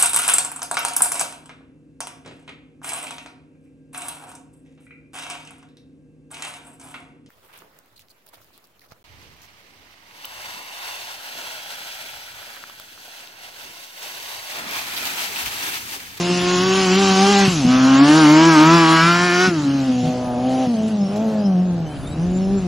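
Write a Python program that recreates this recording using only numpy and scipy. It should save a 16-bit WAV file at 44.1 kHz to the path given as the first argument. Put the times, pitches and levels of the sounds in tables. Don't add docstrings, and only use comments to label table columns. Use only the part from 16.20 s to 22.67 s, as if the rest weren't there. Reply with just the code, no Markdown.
import sys
import numpy as np
from scipy import signal
from scipy.io import wavfile
from scipy.ndimage import uniform_filter1d

SR = 44100
rng = np.random.default_rng(int(sys.argv[2]) if len(sys.argv) > 2 else 0)


def amplitude_ratio(level_db):
    exponent = np.asarray(level_db, float) / 20
    return 10 ** exponent


def waveform_to_disk(signal):
    frames = np.transpose(np.atleast_2d(signal))
    scaled = np.clip(frames, -1, 1) * 32767
    samples = np.round(scaled).astype(np.int16)
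    wavfile.write(sys.argv[1], SR, samples)


N = 285327
STEP = 64

# time in seconds, clearness from 0 to 1.
CLEARNESS = [(.9, .08), (1.15, .3), (1.3, .05), (1.8, .05), (2.2, .14), (2.7, .52), (3.12, .63),
             (3.27, .85), (3.32, .08)]


def evened(x):
    return x / np.sqrt(np.mean(x ** 2) + 1e-20)


def read(points, hz):
    f, value = np.transpose(points)
    return np.interp(np.log(hz + 1), np.log(f + 1), value)


def columns(rows, step=1):
    s, *rest = np.transpose(rows)
    return [np.interp(np.arange(0, N, step) / SR, s, c) for c in rest]


def add(mix, s, sound):
    part = mix[round(s * SR):][:len(sound)]
    part += sound[:len(part)]


def drift(hz, step=1):
    points = rng.standard_normal(800)
    return np.interp(np.arange(0, N, step) * hz / SR, np.arange(800), points) * 1.367


def noise(points, patchy_db):
    frames, hz = N // 256 + 5, np.fft.rfftfreq(1024, 1 / SR)
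    a, b, patches = rng.standard_normal((frames, 513, 3)).T
    patches = uniform_filter1d(patches, size=10, axis=0)
    patches = evened(uniform_filter1d(patches, size=12, axis=1))
    z = (a + 1j * b) * amplitude_ratio(read(points, hz)[:, None] + patchy_db * patches)
    return evened(signal.istft(z, nperseg=1024, noverlap=768)[1][:N])


def speed():
    # time in seconds, firing rate in Hz.
    revs = [(0.0, 348.5), (0.39, 370.7), (1.121, 415), (1.311, 378.6), (1.451, 250.2), (1.776, 270.4),
            (1.975, 316.6), (3.279, 370.5), (3.389, 299.1), (3.766, 248), (4.412, 259.9), (4.794, 218.2),
            (5.034, 224.2), (5.196, 210.3), (5.666, 159.4), (5.93, 169.1), (6.357, 198.5), (6.47, 177.2)]
    # start in seconds, drop in Hz, fall in seconds, recovery in seconds.
    sags = [(0.16, 10.5, 0.232, 0.051), (0.595, 25.1, 0.103, 0.128), (0.786, 25.7, 0.164, 0.306),
            (1.23, 17.7, 0.106, 0.185), (1.991, 23.4, 0.081, 0.173), (2.295, 30.6, 0.087, 0.175),
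            (2.549, 22.3, 0.12, 0.226), (2.675, 16.7, 0.135, 0.32), (3.065, 14.5, 0.046, 0.139),
            (3.391, 10.5, 0.091, 0.075), (3.975, 12.3, 0.177, 0.13), (4.44, 23.9, 0.135, 0.21),
            (4.7, 27.4, 0.174, 0.171), (5.205, 12.6, 0.154, 0.09), (5.644, 34.0, 0.187, 0.215),
            (5.886, 4.4, 0.055, 0.15)]
    t = np.arange(N) / SR
    dips = sum(hz * np.interp(t - s, [0, fall, fall + back], [0, 1, 0]) for s, hz, fall, back in sags)
    return columns(revs)[0] - dips


def throttle():
    # start in seconds, end in seconds.
    held_open = [
        (-1, 1.28),
        (1.47, 3.285),
        (3.84, 4.47),
        (4.91, 5.235),
        (5.97, 6.41),
    ]
    open_upper_db = [1.9, 1.1, 7.5, 4.4, 2.4]
    open_tone_db = [0.5, -0.17, -3.5, -3, 5.5]
    stumbles = [1.294, 3.3, 4.465, 4.567, 4.622, 4.695, 4.772, 4.885, 5.235, 5.69, 5.735, 5.78, 5.84, 5.905,
                5.935, 6.415]
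    snap_s, stumble_db, stumble_s = .03, -9, .007
    hunt_s, hunt_width_s, hunt_per_s, hunt_db = 3.595, .19, 9.3, 2.8
    t = np.arange(N) / SR
    held = np.array([np.clip(np.minimum(t - start, end - t) / snap_s + .5, 0, 1)
                     for start, end in held_open])
    upper_db, tone_db = np.array([open_upper_db, open_tone_db]) @ held
    hunt = np.cos(2 * np.pi * hunt_per_s * (t - hunt_s)) * np.exp(-((t - hunt_s) / hunt_width_s) ** 4)
    missed = sum(np.exp(-((t - s) / stumble_s) ** 2) for s in stumbles)
    return upper_db, tone_db + hunt_db * hunt + stumble_db * missed


def effort():
    # time in seconds, effort in dB, imbalance of the two firings in dB,
    # sharpness of the pulse in dB, muffled share in dB.
    drive = [(0, -21, -5.5, -3.5, -15.5), (.55, -15.5, -9.5, -10.5, -23.5), (1.2, -16, -1, 4.5, -20),
             (1.31, -21, -1.5, -10.5, -17.5), (1.45, -15.5, -4.5, -14.5, -15.5),
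             (2.07, -8.5, -11, -7.5, -16), (2.56, -10, -9.5, -8, -27.5), (2.92, -21, -1.5, -1, -22),
             (3.24, -14, -15, -2, -29), (3.4, -19.5, -5, -15.5, -21), (3.7, -19, -2.5, -1.5, -16),
             (4.12, -24, -3.5, -10.5, -9.5), (4.3, -17, -9.5, -7.5, -15), (4.88, -21, -10, -11.5, -12),
             (5.37, -17.5, -12.5, -12.5, -13.5), (5.85, -33.5, -6, -8, -8), (6.06, -26.5, -17, -6, -11),
             (6.36, -26.5, -6.5, 2, -11)]
    pull_db, pull_hz_per_s = 1, 450
    effort_db, imbalance_db, sharp_db, muffled_db = columns(drive)
    climb = uniform_filter1d(np.gradient(speed()) * SR, size=2000)
    upper_db = throttle()[0]
    effort_db = effort_db + pull_db * np.tanh(climb / pull_hz_per_s)
    return effort_db, imbalance_db, sharp_db + upper_db, muffled_db + upper_db


def crank():
    return np.pi * np.cumsum(speed() * (1 + 0.00318 * drift(hz=59.75))) / SR


def drone(angle):
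    # frequency in Hz, gain in dB.
    silencer = [(85, -18.5), (130, -8), (170, 2.5), (300, 1), (345, -4.5), (400, -4.5), (520, -11),
                (790, -9.5)]
    hz, (effort_db, imbalance_db, sharp_db, _) = speed(), effort()
    half_db = effort_db + imbalance_db + read(silencer, hz / 2)
    main_db = effort_db + throttle()[1] + read(silencer, hz)
    twice_db = effort_db + sharp_db + read(silencer, 2 * hz)
    lope_db = -22.5 + 0.93 * effort_db
    out = amplitude_ratio(half_db + 1.3 * drift(hz=25.07)) * np.cos(angle)
    out += amplitude_ratio(main_db + 1.4 * drift(hz=40)) * np.cos(2 * angle)
    out += amplitude_ratio(twice_db + 1.7 * drift(hz=30)) * np.cos(4 * angle)
    for order, db in [(.75, -3), (1.25, -9)]:
        out += amplitude_ratio(lope_db + db + 3.0 * drift(hz=20)) * np.cos(2 * order * angle + order)
    return np.sqrt(2) * out


def scatter_of(sight):
    echo_share = [(.5, .62), (.65, .11)]
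    return np.interp(sight, *np.transpose(echo_share))


def stack(angle, layers, count):
    hz, scatter = speed()[::STEP], scatter_of(columns(CLEARNESS, step=STEP)[0])
    orders = np.array([3, *range(5, count)])[:, None]
    power = 0
    for shape_db, level, uneven_db in layers:
        share = amplitude_ratio(shape_db(orders * hz / 2) + uneven_db[::STEP] * (orders % 2)) ** 2
        power = power + 2 * share / share.sum(axis=0) * level[::STEP] ** 2
    out = np.zeros(N)
    for k, gain in zip(orders[:, 0], np.sqrt(power)):
        gain = gain * amplitude_ratio(min(1.2 + k / 6, 2.7) * drift(hz=10, step=STEP) - .9)
        lag = scatter * 2.2 * drift(hz=.8, step=STEP)
        lag = lag + (k / 29) ** 2 * drift(hz=110, step=STEP)
        phase = k * angle + np.repeat(lag + k % 2, STEP)[:N]
        out += np.repeat(gain, STEP)[:N] * np.cos(phase)
    return out


def pipe(angle):
    # frequency in Hz, level in dB.
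    growl = [(450, -2.5), (600, 4.5), (750, 2), (900, -10), (1100, -41)]
    # frequency in Hz, level in dB.
    bark = [(700, -15.5), (950, -12.5), (1500, -11), (1750, -14), (2400, -18.5), (2800, -20), (3400, -26.5)]
    # frequency in Hz, level in dB.
    edge = [(1200, -20), (1800, -3), (2400, -1), (2850, 0), (3300, -4), (3700, -12), (4500, -7), (5200, -6),
            (6200, -14)]
    # time in seconds, blast in dB, share of bark in dB, pipe resonance in Hz.
    aim = [(0, -28, -10.5, 1100), (.3, -25.5, -3.5, 1030), (1.22, -21, -5.5, 1200),
           (1.45, -29.5, -12, 1240), (1.52, -28.5, 2, 1170), (2.0, -22.5, 4.5, 1170),
           (2.65, -24.5, 9.5, 985), (2.83, -24, 10, 1320), (3.1, -27.5, 7.5, 1595), (3.26, -25, 9.5, 1470),
           (3.32, -35, 2.5, 1390), (3.6, -37, -2.5, 1320), (3.82, -38.5, -14, 970), (4.11, -50.5, 2.5, 910),
           (4.38, -40.5, -9.5, 960), (5.2, -48.5, 1.5, 1100), (5.65, -53.5, 2, 1194), (6.23, -46, -4, 1050)]
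    rough, bark_peak_db, bark_width_hz = .14, 8, 320
    effort_db, imbalance_db, _, muffled_db = effort()
    hiss_db, bark_db, bark_hz = columns(aim)
    upper_db = throttle()[0]
    growl_level = amplitude_ratio(effort_db + muffled_db)
    bark_level = amplitude_ratio(hiss_db + bark_db + 0.95 * upper_db)
    hiss_level = amplitude_ratio(hiss_db + 0.47 * upper_db)
    crack = columns(CLEARNESS)[0]
    scatter = scatter_of(crack)
    uneven_db = -4.5 - .1 * np.maximum(speed() - 330, 0) * (1 - crack)
    puffs = evened(1 + .38 * np.cos(2 * angle) + .12 * np.cos(angle))
    direct_db = 28 * np.maximum(.4 - scatter[::STEP], 0)
    shade_db = 9 * np.maximum(.6 - crack[::STEP], 0)

    def growl_shape(f):
        return read(growl, f)

    def bark_shape(f):
        peak = np.exp(-((f - bark_hz[::STEP]) / bark_width_hz) ** 2)
        return read(bark, f) + bark_peak_db * peak - shade_db * (f > 1700)

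    def edge_shape(f):
        return read(edge, f) + direct_db * (f > 3900)

    smooth = np.sqrt(1 - rough)
    tones = stack(angle, [(growl_shape, growl_level * smooth, -3 + 0.6 * imbalance_db),
                          (bark_shape, bark_level * smooth, uneven_db),
                          (edge_shape, hiss_level * np.sqrt(crack), uneven_db)], count=36)
    growl_air = noise([(300, -40.5)] + growl + [(1400, -30)], 0.53)
    bark_air = noise([(500, -60)] + bark + [(6000, -75)], 2.5)
    tones += growl_level * np.sqrt(rough) * puffs * growl_air
    tones += bark_level * np.sqrt(rough) * (1 - .5 * crack) * puffs * bark_air
    return tones, hiss_level * puffs * np.sqrt(1 - 0.37 * crack)


def hiss(level):
    # frequency in Hz, level in dB per Hz.
    jet = [(900, 4), (1500, -0.5), (2200, -1), (2850, 6), (3600, 2.5), (4900, 2.5), (6700, 0), (7600, -3.5),
           (8200, -12.5), (10500, -10), (12100, -17.5), (13000, -68)]
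    return level * noise([(500, -34)] + jet, 2.25)


def scattered_air(hiss_level):
    # frequency in Hz, level in dB per Hz.
    side_air = [(200, -19), (400, -25), (783, -4), (1450, -49), (2420, -11.5), (3500, -14.5), (4720, -15.5),
                (7170, -13), (10000, -21.5), (12100, -20), (13000, -66)]
    return (hiss_level + amplitude_ratio(-42)) * noise(side_air, 0.77) * amplitude_ratio(-7.5)


def yard():
    # frequency in Hz, level in dB per Hz.
    murmur = [(25, -46.5), (120, 4.5), (277, 4.5), (454, -7), (822, -15.5), (1610, -18), (2000, -25),
              (3900, -27), (5200, -36), (7000, -38), (9600, -27.5), (12100, -38.5), (13000, -92)]
    return amplitude_ratio(-32) * noise(murmur, 2.)


def wind():
    # centre in seconds, level in dB, width in seconds.
    gust_rows = [
        (.5, -39, 0.55),
        (1.499, -38.5, 0.49),
        (4.05, -41.5, 0.55),
        (6.4, -32, .95),
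    ]
    shape = [(20, 0.5), (45, 9.5), (90, 7), (140, 9.5), (260, -19.5), (500, -85)]  # Hz, dB
    common, apart = noise(shape, 0.83), noise(shape, 2.5)
    t = np.arange(N) / SR
    gusts = sum(amplitude_ratio(db) * np.exp(-((t - s) / width) ** 2) for s, db, width in gust_rows)
    return gusts * (common + 0.88 * np.outer([1, -1], apart))


def pops():
    # start in seconds, peak in dB, ring in Hz, 60 dB decay in seconds.
    misfires = [(1.276, -2, 169, 0.057), (1.449, 3, 200, 0.019), (1.461, -8.5, 177, 0.096),
                (3.275, -6, 195, .04), (3.286, -5.5, 199, 0.041), (3.834, -8.5, 155, 0.065),
                (3.853, -9.5, 160, 0.04), (3.866, -14, 159, 0.18), (3.884, -15, 159.4, 0.037),
                (3.9, -12, 162, .06), (4.469, -9, 178, 0.045), (4.884, -24, 160.6, .04)]
    out, t = np.zeros(N), np.arange(4000) / SR
    for s, db, hz, t60 in misfires:
        ring = amplitude_ratio(db - 60 * t / t60) * np.sin(2 * np.pi * hz * t)
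        add(out, s, ring * np.minimum(t / .003, 1))
    return signal.sosfilt(signal.butter(2, 110, "high", fs=SR, output="sos"), out)


def snaps():
    # start in seconds, level in dB.
    ticks = [
        (4.68, -35),
        (4.959, -33),
    ]
    out, t = np.zeros(N), np.arange(4000) / SR
    for s, db in ticks:
        add(out, s, amplitude_ratio(db - 60 * t / 0.067) * rng.standard_normal(len(t)))
    return out


def birds():
    # start in seconds, length in seconds, start in Hz, end in Hz, level in dB.
    chirp_rows = [(4.79, .15, 5050, 5300, -42), (5.17, .05, 4800, 4650, -46), (5.22, .09, 5150, 5000, -41),
                  (5.23, .23, 5650, 4950, -48), (5.2, .25, 3150, 3000, -49), (5.62, .2, 2900, 3250, -49),
                  (5.82, .14, 3300, 3900, -44), (5.87, .07, 7200, 7850, -45), (5.66, .03, 6000, 6150, -50),
                  (6.13, .06, 7000, 7100, -42), (6.18, .05, 4500, 4100, -45), (6.2, .07, 5300, 5200, -44),
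                  (6.35, .08, 7100, 7050, -46)]
    arch_per_s = .3
    out = np.zeros(N)
    for s, length, start_hz, end_hz, db in chirp_rows:
        u = np.linspace(-1, 1, round(length * SR))
        arch = 1 + arch_per_s * length * (1 - u ** 2) * (start_hz > 3250)
        hz = (start_hz + end_hz) / 2 * arch + (end_hz - start_hz) / 2 * u
        phase = 2 * np.pi * np.cumsum(hz + 50 * drift(hz=90.0)[:len(u)]) / SR
        add(out, s, amplitude_ratio(db) * np.sin(phase) * np.sqrt(1 - u ** 2))
    return out * amplitude_ratio(3.5 * drift(hz=80) - 3.3)


def scene():
    angle = crank()
    tones, hiss_level = pipe(angle)
    engine = drone(angle) + tones + hiss(hiss_level) + pops() + snaps()
    loud_db = 10 * np.log10(abs(uniform_filter1d(engine ** 2, size=9000)) + 1e-9)
    duck = amplitude_ratio(-.35 * (loud_db + 25))
    delay = (np.roll(tones, 5) - np.roll(tones, -5)) * amplitude_ratio(-12.0)
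    side = np.outer([1, -1], scattered_air(hiss_level) + delay)
    chirps = birds() * amplitude_ratio([[2.5], [-2.5]])
    return engine + yard() * duck + chirps + side + wind() * np.sqrt(duck)


def starve(x, kept, weak_db):
    hz, t, z = signal.stft(x, SR, nperseg=1024, noverlap=768)
    band = (np.minimum(hz / 5000, 1) * 4 + hz / 560).astype(int)
    chance = rng.standard_normal((band.max() + 1, len(t) // 4 + 1))
    chance = uniform_filter1d(chance, size=4, axis=1)
    power = abs(z) ** 2
    share_db = 10 * np.log10(power[hz > 3000].sum(0) / (power.sum(0) + 1e-9 * 0) + 1e-9)
    share_db = share_db[::4][:chance.shape[1]]
    chance[:, :len(share_db)] -= .06 * (share_db - uniform_filter1d(share_db, size=70))
    rank = np.argsort(np.argsort(chance, axis=1), axis=1) / chance.shape[1]
    centre = np.bincount(band, hz) / np.bincount(band)
    alive = (rank < read(kept, centre)[:, None])[band][:, np.arange(len(t)) // 4]
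    spot = uniform_filter1d(uniform_filter1d(power, size=2, axis=0), size=8, axis=1)
    around = np.exp(uniform_filter1d(np.log(spot + 1e-20), size=24, axis=0))
    alive &= (spot > amplitude_ratio(weak_db) ** 2 * around) | (hz < 2300)[:, None]
    return signal.istft(z * alive, SR, nperseg=1024, noverlap=768)[1][:N]


def roll_off(x):
    return signal.sosfilt(signal.butter(12, 12280, fs=SR, output="sos"), x)


def record(dry):
    # frequency in Hz, share of time from 0 to 1.
    kept_mid = [(5200, 1.01), (5700, .95), (6900, .92), (7500, .55), (8100, .15), (9000, .25), (10300, .45),
                (11300, .25), (12200, .05)]
    # frequency in Hz, share of time from 0 to 1.
    kept_side = [(300, .9), (1000, .7), (1300, .5), (2500, .85), (3300, .3), (4100, .15), (4800, .6),
                 (5600, .06), (6500, .15), (7300, .65), (8800, .45), (10000, .85), (12200, .65)]
    knee, lean_db = .62, .25
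    over = np.maximum(abs(dry) - knee, 0)
    limited = np.clip(dry, -knee, knee) + np.sign(dry) * .2 * np.tanh(over / .2)
    left, right = signal.sosfilt(signal.butter(2, 35, "high", fs=SR, output="sos"), limited)
    mid = starve((left + right) / 2, kept_mid, weak_db=-3.2)
    side = starve((left - right) / 2, kept_side, weak_db=-2.5)
    return roll_off(np.array([mid + side, mid - side]) * amplitude_ratio([[lean_db], [-lean_db]]))


dry = scene()
out = record(dry)
waveform_to_disk(out)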